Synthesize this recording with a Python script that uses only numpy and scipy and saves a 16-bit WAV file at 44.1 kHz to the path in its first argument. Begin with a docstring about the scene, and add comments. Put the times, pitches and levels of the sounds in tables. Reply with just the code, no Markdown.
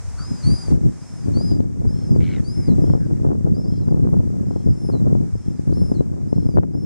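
"""Young gulls beg with thin, arched whistles as they follow an adult over an open beach.
Each whistle is an almost pure tone that climbs and sinks; some turn hoarse or break at the end.
Now and then a gull gives a harsh rasp: snaps of its voice box make its throat ring.
Gusts buffet the microphone, pushing its two channels in opposite directions.
Behind it all lie a soft wash of distant water and a high hiss, like far cicadas."""
import sys
import numpy as np
from scipy import signal
from scipy.fft import rfft, irfft, next_fast_len
from scipy.io import wavfile
from scipy.ndimage import uniform_filter1d, minimum_filter1d, map_coordinates

SR = 44100
rng = np.random.default_rng(int(sys.argv[2]) if len(sys.argv) > 2 else 0)


def pcm_store(signal):
    """Save signal as 16-bit PCM."""
    levels = np.round(np.clip(np.atleast_2d(signal), -1, 1) * 32767)
    wavfile.write(sys.argv[1], SR, levels.astype(np.int16).T)


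N = 302085
TIME = np.arange(N) / SR

# tone colour of the distant water: frequency_hz, relative_db
WATER_SPECTRUM = [(40, -0.5), (200, -5.5), (400, -5), (700, -3.5), (1400, -8.5), (2300, -13.5), (3000, -21),
                  (4200, -20.5), (8000, -33), (15000, -39.5)]
# tone colour of the high hiss: frequency_hz, relative_db
HISS_SPECTRUM = [(3500, -30.5), (4400, -10.5), (5100, 1), (6500, 0.5), (8000, -2), (9500, -4.5),
                 (10400, -15), (11300, -19.5), (13000, -38), (15500, -49)]
# the whole background drops suddenly at hard wind buffets, then creeps back up: time_s, relative_db
BACKGROUND_LEVELS = [(0, -59), (.45, -56.5), (.71, -57), (.77, -65), (1.05, -60.5), (1.5, -62), (1.66, -69),
                     (2.0, -64.5), (2.88, -63.5), (2.98, -67), (3.22, -66), (3.32, -69), (4.5, -67),
                     (5.95, -66), (6.04, -69), (6.56, -68.5), (6.62, -73.5), (6.85, -71)]
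# tiny clicks at the microphone: time_s, peak_db, centre_hz, width_hz
TICKS = [(1.5185, -41, 3180, 3000), (1.6047, -42, 3160, 3000), (4.101, -46, 12000, 4000),
         (4.305, -57, 12500, 4000), (6.587, -45.5, 2980, 3000)]

# strength of the breeze between gusts: time_s, relative_db
BREEZE_LEVELS = [(.05, -39.5), (.28, -27), (.4, -28), (.62, -28), (.8, -18.5), (.97, -32), (1.2, -28.5),
                 (1.35, -15.5), (1.73, -22), (2.35, -15), (2.52, -24.5), (3.0, -15.5), (4.45, -17.5),
                 (4.77, -23.5), (5.1, -14.5), (5.42, -29.5), (5.8, -19.5), (6.85, -20)]
# gusts of wind: start_s, end_s, rumble_db, flutter_db
GUSTS = [(0.319, 0.328, -17.5, -61), (0.472, 0.531, -11, -32), (0.717, 0.743, -10, -20.5),
         (0.853, 0.884, -9, -28.5), (1.258, 1.368, -17, -29.5), (1.467, 1.65, -19.5, -36.5),
         (1.799, 1.889, -17, -31.5), (2.113, 2.228, -11, -31), (2.578, 2.604, -14.5, -35.5),
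         (2.677, 2.933, -11, -31), (3.236, 3.326, -25, -24.5), (3.458, 3.553, -15, -24.5),
         (3.919, 3.939, -12.5, -22.5), (4.027, 4.209, -16, -26.5), (4.663, 4.702, -10, -31.5),
         (4.841, 4.833, -11.5, -19.5), (4.94, 4.956, -16, -22.5), (5.025, 5.237, -14.5, -31.5),
         (5.469, 5.521, -18, -38), (5.681, 5.836, -14.5, -25.5), (5.893, 6.008, -19, -36),
         (6.126, 6.186, -28, -37), (6.367, 6.46, -15, -33), (6.547, 6.585, -9, -29),
         (6.759, 6.771, -17, -28.5)]
# broad, slow surges of air that give deep thumps: start_s, end_s, level_db
SURGES = [(0, .3, -29.5), (0.444, 0.532, -16), (.68, 0.76, -19.5), (1.246, 1.367, -40),
          (1.78, 1.893, -21.5), (2.15, 2.196, -29), (5.338, 5.365, -17.5), (5.755, 5.944, -24.5)]
# the hardest buffets, one swirl of air each: time_s, strength_db, half_width_s, wake_db
BUFFETS = [(0.6833, -3.5, 0.00071, -31), (.734, 4, 0.0026, -28), (1.2833, 6.5, 0.0012, -45),
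           (1.373, -3.5, 0.00056, -22), (1.4114, -1.5, 0.00071, -20.5), (1.5185, 8, 0.0018, -19),
           (1.6045, 7, 0.00095, -23), (2.162, 4, 0.00077, -22.5), (2.69, -15, 0.00074, -17.5),
           (2.7957, -19, 0.00075, -21), (2.8421, 5.5, 0.00084, -25), (2.8996, -8, 0.00035, -24),
           (2.937, 0, 0.00047, -26), (2.953, 2, 0.0012, -16.5), (3.111, -40, 0.00035, -21.5),
           (3.2487, 5.5, 0.00084, -13.5), (3.27, -8, 0.002, -37), (3.317, -10, 0.00035, -18),
           (3.466, -25, 0.00049, -23.5), (3.8867, -10.5, 0.00037, -42), (4.0728, -3.5, .00048, -25),
           (4.143, -4, 0.00064, -25), (4.5095, -4.5, 0.00055, -22.5), (4.5612, 0, 0.00068, -18.5),
           (4.6736, 6, 0.00094, -24.5), (4.8889, -22, 0.00036, -18), (4.9005, -5.5, 0.00044, -36),
           (5.07, -17, .0005, -14.5), (5.1528, 4.5, 0.00083, -19), (5.228, -6.5, 0.00086, -27),
           (5.3544, -7.5, 0.00079, -34), (5.595, 1, 0.0011, -39), (5.7068, 4.5, 0.0013, -41),
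           (5.9177, 3, 0.00071, -16), (6.0084, 7, 0.0009, -19), (6.3286, 4, 0.00074, -21.5),
           (6.382, -3, 0.00065, -33), (6.49, -3, 0.00065, -25.5), (6.5722, 2, 0.00036, -13.5),
           (6.5857, 5, 0.00049, -34), (6.6339, -12, 0.00027, -20), (6.752, -11, 0.00065, -26)]
# tone colour of the surges: frequency_hz, relative_db
SURGE_SPECTRUM = [(12, -30), (30, 1), (55, 2.5), (85, 5.5), (130, 2), (300, -67), (1500, -130)]
# tone colour of the wind's low rumble: frequency_hz, relative_db
RUMBLE_SPECTRUM = [(12, -43), (20, -12), (30, -21), (45, -9), (70, -0.5), (110, 3.5), (170, 0.5),
                   (250, -5.5), (350, -12.5), (500, -26.5), (900, -43.5), (2000, -97)]
# tone colour of the wind's higher flutter: frequency_hz, relative_db
FLUTTER_SPECTRUM = [(100, -11.5), (220, 2), (350, 1), (500, -6.5), (700, -15), (1000, -25.5), (1400, -33.5),
                    (2000, -49), (3500, -80), (8000, -87)]

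# a far gull's short cry: time_s, pitch_hz, level_db
FAR_CRY = [(.16, 1266, -71), (0.194, 1402, -44), (.225, 1276, -49), (.26, 1195, -53), (.28, 1100, -72)]
# a tiny high chirp: time_s, pitch_hz, level_db
HIGH_CHIRP = [(2.795, 11300, -80), (2.808, 11650, -72), (2.825, 11950, -80)]
# harsh calls, duller from farther off: start_s, end_s, strength_db, throat_hz, snaps_per_s, top_edge_hz
RASPS = [(2.204, 2.404, -41.5, 2250, 87, 4700), (2.553, 2.744, -57.5, 2160, 135, 2380),
         (2.998, 3.07, -54, 1690, 140, 1920), (3.156, 3.192, -60, 1980, 120, 2400)]
# the ways a gull's throat rings: multiple_of_throat_hz, width_hz, gain_db
THROAT_RINGS = [(.68, 240, -8), (.91, 170, -3), (1.01, 140, 2), (1.18, 260, -8), (1.33, 220, -7),
                (1.56, 300, -12), (1.82, 180, -7)]
# the lower and upper tone of a hoarse voice: pitch_hz, width_hz
HOARSE_TONES = [(3250, 150), (4280, 410)]
# stretches where those tones sound under a whistle: start_s, end_s, lower_db, upper_db
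HOARSE_SPELLS = [(1.93, 2.07, -75, -72), (2.84, 2.962, -72, -73), (3.7, 3.807, -74, -70),
                 (4.5, 4.65, -77, -75), (5.406, 5.5, -78, -84), (5.693, 5.83, -84, -70),
                 (6.33, 6.47, -79, -72)]
# the voice breaking to a lower, sliding note as a whistle ends: start_s, length_s, level_db
VOICE_BREAKS = [(2.681, .063, -57.5), (3.805, 0.053, -67), (4.917, 0.089, -57.5), (5.945, .071, -58)]
# begging whistles, each one arch of pitch: start_s, top_s, end_s, start_hz, top_hz, end_hz,
# early_db, late_db, closing_fade_db, octave_relative_db
WHISTLES = [(.178, .289, .47, 4360, 5100, 4450, -44.5, -50, 5, -25),
            (0.431, 0.572, .725, 4220, 4905, 4460, -37, -43, 20, -16.5),
            (1.003, 1.083, 1.285, 4760, 5330, 4590, -57.5, -56.5, 8, -14),
            (1.335, 1.451, 1.595, 4230, 5030, 4780, -43, -43.5, 21, -21),
            (1.874, 1.967, 2.175, 4880, 5320, 4650, -54.5, -55.5, 4, -17.5),
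            (2.438, 2.556, 2.685, 4400, 5220, 4820, -45.5, -50.5, -0.5, -16.5),
            (2.815, 2.891, 3.095, 4940, 5350, 4800, -58.5, -66, 4, -17),
            (3.538, 3.627, 3.8, 4670, 5280, 4800, -55.5, -63, -1, -21),
            (3.639, 3.74, 3.925, 4630, 5260, 4720, -56.5, -67, -2, -23),
            (4.467, 4.561, 4.755, 5020, 5310, 4680, -66, -67, 3, -14),
            (4.695, 4.769, 4.92, 5020, 5300, 4990, -64.5, -52, 3, -11),
            (5.349, 5.43, 5.61, 5030, 5320, 4750, -64, -65, 2, -16),
            (5.729, 5.766, 5.95, 4750, 5290, 5000, -52.5, -52, 7, -13),
            (6.283, 6.352, 6.572, 4960, 5310, 4580, -62, -60, 6, -15),
            (6.728, 6.794, 6.97, 4860, 5350, 4700, -61.5, -50, 5, -15)]


def from_db(db):
    """Turn decibels into a number to multiply by."""
    return 10 ** (np.asarray(db) / 20)


def rms_one(x):
    """Scale a signal so that its average strength (rms) is 1."""
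    return x / np.sqrt(np.mean(x ** 2) + 1e-20)


def in_time(rows):
    """Join a table's points with straight lines: one curve for each column after the time."""
    times, *columns = np.transpose(rows)
    return [np.interp(TIME, times, column) for column in columns]


def gate(start, end, fade_s):
    """1 between two times and 0 outside, fading in and out."""
    return np.clip(np.minimum(TIME - start, end - TIME) / fade_s, 0, 1)


def drift(per_s):
    """A smooth random wobble of rms 1, with about per_s new values a second."""
    coarse = TIME[::8]
    slow = map_coordinates(rng.standard_normal(8192), [coarse * per_s], order=3, mode="wrap")
    return np.interp(TIME, coarse, rms_one(slow))


def colour(x, spectrum):
    """Give x a tone colour, at rms 1."""
    hz, db = np.transpose(spectrum)
    size = next_fast_len(N, True)
    bin_hz = np.maximum(np.arange(size // 2 + 1) * SR / size, 1)
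    gains = from_db(np.interp(np.log(bin_hz), np.log(hz), db))
    return rms_one(irfft(rfft(x, size) * gains, size)[:N])


def noise(spectrum):
    """Noise of rms 1 with the given tone colour."""
    return colour(rng.standard_normal(N), spectrum)


def resonate(x, hz, width_hz):
    """Make x ring around one pitch; a smaller width rings longer."""
    r = np.exp(-np.pi * width_hz / SR)
    feedback = [1, -2 * r * np.cos(2 * np.pi * hz / SR), r * r]
    return signal.lfilter(np.array([1, 0, -1]) * (1 - r * r) / 2, feedback, x + 1e-18)


def pan(x, left_db):
    """Place a sound by making it left_db louder on the left than on the right."""
    return x * from_db([[left_db / 2], [-left_db / 2]])


def diffuse(spectrum, likeness):
    """Stereo noise from all round; likeness runs from -1 (opposite sides) to 1 (equal sides)."""
    likeness = np.clip(likeness, -.95, .95)
    common = np.sqrt(1 + likeness) * noise(spectrum)
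    opposed = np.sqrt(1 - likeness) * noise(spectrum) * [[1], [-1]]
    return (common + opposed) / np.sqrt(2)


def water_and_hiss(water_db, hiss_db):
    """Distant water and a high hiss; their level drops at set times, at hard buffets, then creeps back."""
    db, = in_time(BACKGROUND_LEVELS)
    water = diffuse(WATER_SPECTRUM, likeness=.47)
    hiss = pan(diffuse(HISS_SPECTRUM, likeness=-.24), left_db=-1)
    return from_db(db + water_db) * water + from_db(db + hiss_db) * hiss


def ticks():
    """Each click is one very short ring that dies at once."""
    out = np.zeros(N)
    for time_s, db, hz, width in TICKS:
        click = resonate(resonate(signal.unit_impulse(256), hz, width), hz, width)
        start = round(time_s * SR)
        out[start:start + len(click)] += from_db(db) * click / np.abs(click).max()
    return out


def gust(start, end, rise_s=.011, fall_s=.019):
    """A gust rises quickly, holds and dies away."""
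    outside = np.maximum((start - TIME) / rise_s, (TIME - end) / fall_s)
    return np.exp(-np.clip(outside, 0, 20))


def airflow():
    """Strength of the wind's rumble and flutter, as gusts add to the breeze."""
    breeze_db, = in_time(BREEZE_LEVELS)
    rumble_power = from_db(breeze_db) ** 2
    flutter_power = from_db(1.42 * breeze_db - 9.5) ** 2   # flutter grows faster than rumble
    for start, end, rumble_db, flutter_db in GUSTS:
        shape = gust(start, end)
        rumble_power += (from_db(rumble_db) * shape) ** 2
        flutter_power += (from_db(flutter_db) * shape) ** 2
    return np.sqrt(rumble_power), np.sqrt(flutter_power)


def small_swirls(per_s, size_spread_db):
    """Many small swirls of air strike the microphone one by one, with lulls between them."""
    strikes = rng.random(N) < per_s / SR
    sizes = from_db(size_spread_db * np.clip(rng.standard_normal(N), -2, 1))
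    return colour(strikes * sizes * rng.choice([-1, 1], N), FLUTTER_SPECTRUM)


def buffets(gain_db, low_cut_hz):
    """A passing swirl gives one bell-shaped push of pressure; the bass cut makes it swing back."""
    out = np.zeros(N)
    for time_s, db, half_width_s, _ in BUFFETS:
        at = slice(int((time_s - .02) * SR), int((time_s + .02) * SR))
        out[at] += from_db(db + gain_db) / (1 + ((TIME[at] - time_s) / half_width_s) ** 2)
    return signal.sosfilt(signal.butter(1, low_cut_hz, "high", fs=SR, output="sos"), out)


def wakes(decay_s, gain_db):
    """Strength of the churning air behind each buffet: it starts at once and dies quickly."""
    kicks = np.zeros(N)
    for time_s, _, half_width_s, wake_db in BUFFETS:
        kicks[round((time_s - 3 * half_width_s) * SR)] = from_db(wake_db + gain_db)
    tails = signal.lfilter([1], [1, -np.exp(-1 / (decay_s * SR))], kicks + 1e-18)
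    return uniform_filter1d(tails, size=90)


def wind(rumble_db, flutter_db, lumps_db, common_db, left_db):
    """Deep surges and lumpy, churning air push the two channels mostly in opposite directions."""
    rumble_flow, flutter_flow = airflow()
    rumble_gain = rumble_flow * from_db(rumble_db) * rms_one(from_db(lumps_db * drift(130)))
    surge_gain = sum(from_db(db) * gust(start, end) for start, end, db in SURGES)
    wake_gain = wakes(decay_s=.008, gain_db=3)
    flutter = flutter_flow * from_db(flutter_db) * small_swirls(per_s=140, size_spread_db=8)
    pushes = buffets(gain_db=-1.5, low_cut_hz=234)
    opposed = surge_gain * noise(SURGE_SPECTRUM) + rumble_gain * noise(RUMBLE_SPECTRUM)
    opposed += flutter + wake_gain * noise(FLUTTER_SPECTRUM) + pushes
    # a small part, common to both channels, stirs whenever a swirl passes
    stir = np.sqrt(np.abs(uniform_filter1d(flutter ** 2, size=200)) + wake_gain ** 2)
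    common = surge_gain * noise(SURGE_SPECTRUM) + rumble_gain * noise(RUMBLE_SPECTRUM)
    common += from_db(3.5) * stir * noise(FLUTTER_SPECTRUM) + 1.04 * pushes
    return pan(opposed, left_db) * [[1], [-1]] + from_db(common_db) * common


def beach_echo(x, echo_db, die_away_s):
    """Dunes and driftwood scatter back a faint tail, different on each side."""
    t = TIME[:SR // 2]
    tail = rng.standard_normal((2, len(t))) * from_db(-60 * t / die_away_s) * (t > .004)
    tail /= np.sqrt(np.sum(tail ** 2, axis=1, keepdims=True))
    return from_db(echo_db) * signal.fftconvolve(x[None], tail, axes=1)[:, :N]


def far_bird(curve, roughness):
    """A far bird's short note, of which just one tone carries over the sand."""
    hz, db = in_time(curve)
    phase = 2 * np.pi * np.cumsum(hz * (1 + roughness * drift(900))) / SR
    return np.sqrt(2) * np.sin(phase) * from_db(db) * gate(curve[0][0], curve[-1][0], fade_s=.012)


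def rasps(opening_air, sag, snap_spread_db):
    """Slow, uneven snaps of a gull's voice box, each with a puff of air, ring its throat."""
    out = np.zeros(N)
    air, wobble = rng.standard_normal(N), drift(80)
    strength = from_db(snap_spread_db * drift(60))
    for start, end, db, throat_hz, snaps_per_s, top_hz in RASPS:
        at = np.flatnonzero((TIME > start) & (TIME < end))
        progress = np.linspace(0, 1, len(at))
        cycle = np.cumsum(snaps_per_s * (1 + .16 * wobble[at])) / SR % 1
        snaps = np.diff(cycle, prepend=1) < 0
        puffs = air[at] * (.17 * np.exp(-cycle / .25) + .015)
        opening_rush = opening_air * air[at] * np.exp(-10 * progress)
        source = (snaps + puffs) * strength[at] + opening_rush
        voice = sum((-1) ** k * from_db(ring_db) * resonate(source, multiple * throat_hz, width)
                    for k, (multiple, width, ring_db) in enumerate(THROAT_RINGS))
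        voice = signal.sosfilt(signal.butter(2, [1200, top_hz], "band", fs=SR, output="sos"), voice)
        voice /= np.sqrt(uniform_filter1d(voice ** 2, size=1400) + 1e-20)   # steady effort
        slowing = np.cumsum(1 - sag * progress ** 5)   # the pitch sags as the call dies
        voice = map_coordinates(voice, [slowing], order=3, mode="nearest")
        out[at] += from_db(db) * voice * np.interp(progress, [0, .02, .68, 1], [.36, .38, .57, .17])
    return out


def hoarseness():
    """At the top of some whistles the voice roughens into two lower, unsteady tones."""
    out = np.zeros(N)
    for k, (hz, width) in enumerate(HOARSE_TONES):
        tone = rms_one(resonate(resonate(rng.standard_normal(N), hz, width), hz, width))
        for start, end, *levels_db in HOARSE_SPELLS:
            out += tone * from_db(levels_db[k]) * gate(start, end, fade_s=.018)
    return out


def whistle_tone(t, hz, db, octave_db):
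    """A pure tone with a weak one an octave above, over the times t."""
    phase = 2 * np.pi * np.cumsum(hz) / SR
    edges = np.clip(np.minimum(t - t[0], t[-1] - t) / .0068, 0, 1)
    return np.sqrt(2) * (np.sin(phase) + from_db(octave_db) * np.sin(2 * phase)) * from_db(db) * edges


def voice_breaks(tremble, shimmer_db, start_hz, end_hz, fade_db):
    """The voice breaks to a lower note that slides down and dies away."""
    out = np.zeros(N)
    for start, length, level_db in VOICE_BREAKS:
        at = np.flatnonzero((TIME > start) & (TIME < start + length))
        progress = np.linspace(0, 1, len(at))
        hz = end_hz + (start_hz - end_hz) * (1 - progress) ** 1.4
        db = level_db - fade_db * progress ** 2 + shimmer_db[at]
        out[at] += whistle_tone(TIME[at], hz * tremble[at], db, octave_db=-17)
    return out


def whistles(tremble, shimmer_db, swell_s, fade_s, crack_hz, crack_s):
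    """Each begging call climbs quickly and sinks more slowly; pitch and strength tremble a little."""
    out = np.zeros(N)
    easy_climb_hz, softer_db_per_hz = 375, .0241   # a call with farther to climb starts softer
    for start, top, end, start_hz, top_hz, end_hz, early_db, late_db, fade_db, octave_db in WHISTLES:
        at = np.flatnonzero((TIME > start) & (TIME < end))
        t = TIME[at]
        climb_left = np.interp(t, [start, top], [1, 0]) ** 1.5   # the powers round off the arch
        sunk = np.interp(t, [top, end], [0, 1]) ** 1.99
        hz = top_hz - (top_hz - start_hz) * climb_left - (top_hz - end_hz) * sunk
        if any(abs(break_s - end) < .015 for break_s, _, _ in VOICE_BREAKS):
            hz -= crack_hz * np.exp((t - end) / crack_s)   # the pitch gives way just before a break
        swell_db = softer_db_per_hz * (top_hz - start_hz - easy_climb_hz)
        db = np.interp((t - start) / (end - start), [.25, .75], [early_db, late_db])
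        db -= np.interp(t - start, [0, swell_s], [swell_db, 0])
        db -= np.interp(end - t, [0, fade_s], [fade_db, 0])
        db += shimmer_db[at] * np.interp(early_db, [-59, -45], [1.5, .7])   # loud calls are steadier
        out[at] += whistle_tone(t, hz * tremble[at], db, octave_db)
    return out


def scene():
    """Gulls in front, the beach around, wind on the microphone."""
    tremble = 1 + .003 * drift(700) + .003 * drift(45) + .0033 * drift(110)   # wobble in pitch
    shimmer_db = drift(110)   # wobble in strength
    birds = whistles(tremble, shimmer_db, swell_s=.038, fade_s=.083, crack_hz=380, crack_s=.0035)
    birds += voice_breaks(tremble, shimmer_db, start_hz=4340, end_hz=3880, fade_db=10)
    birds += hoarseness()
    birds += rasps(opening_air=.18, sag=.23, snap_spread_db=1.5)
    birds += far_bird(FAR_CRY, roughness=.1) + far_bird(HIGH_CHIRP, roughness=.006)
    air = wind(rumble_db=-2, flutter_db=-.5, lumps_db=3, common_db=-14.5, left_db=1.27)
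    beach = water_and_hiss(water_db=9, hiss_db=7.5) + beach_echo(birds, echo_db=-14.5, die_away_s=.21)
    return beach + ticks() + air + pan(birds, left_db=2)


def record(dry):
    """Cut the deepest bass, turn everything down briefly under the hardest buffets, cut the very top."""
    x = signal.sosfilt(signal.butter(2, 34, "high", fs=SR, output="sos"), dry)
    too_loud_db = 20 * np.log10(np.maximum(np.abs(x).max(axis=0), 1))
    recovery_db = 60 * TIME   # the level comes back at 60 dB a second
    dip_db = np.maximum.accumulate(too_loud_db + recovery_db) - recovery_db
    gain = uniform_filter1d(minimum_filter1d(from_db(-dip_db), size=181), size=181)
    top_cut_hz = 15700
    return signal.sosfilt(signal.ellip(10, .1, 90, top_cut_hz, fs=SR, output="sos"), x * gain)


dry = scene()
out = record(dry)
pcm_store(out)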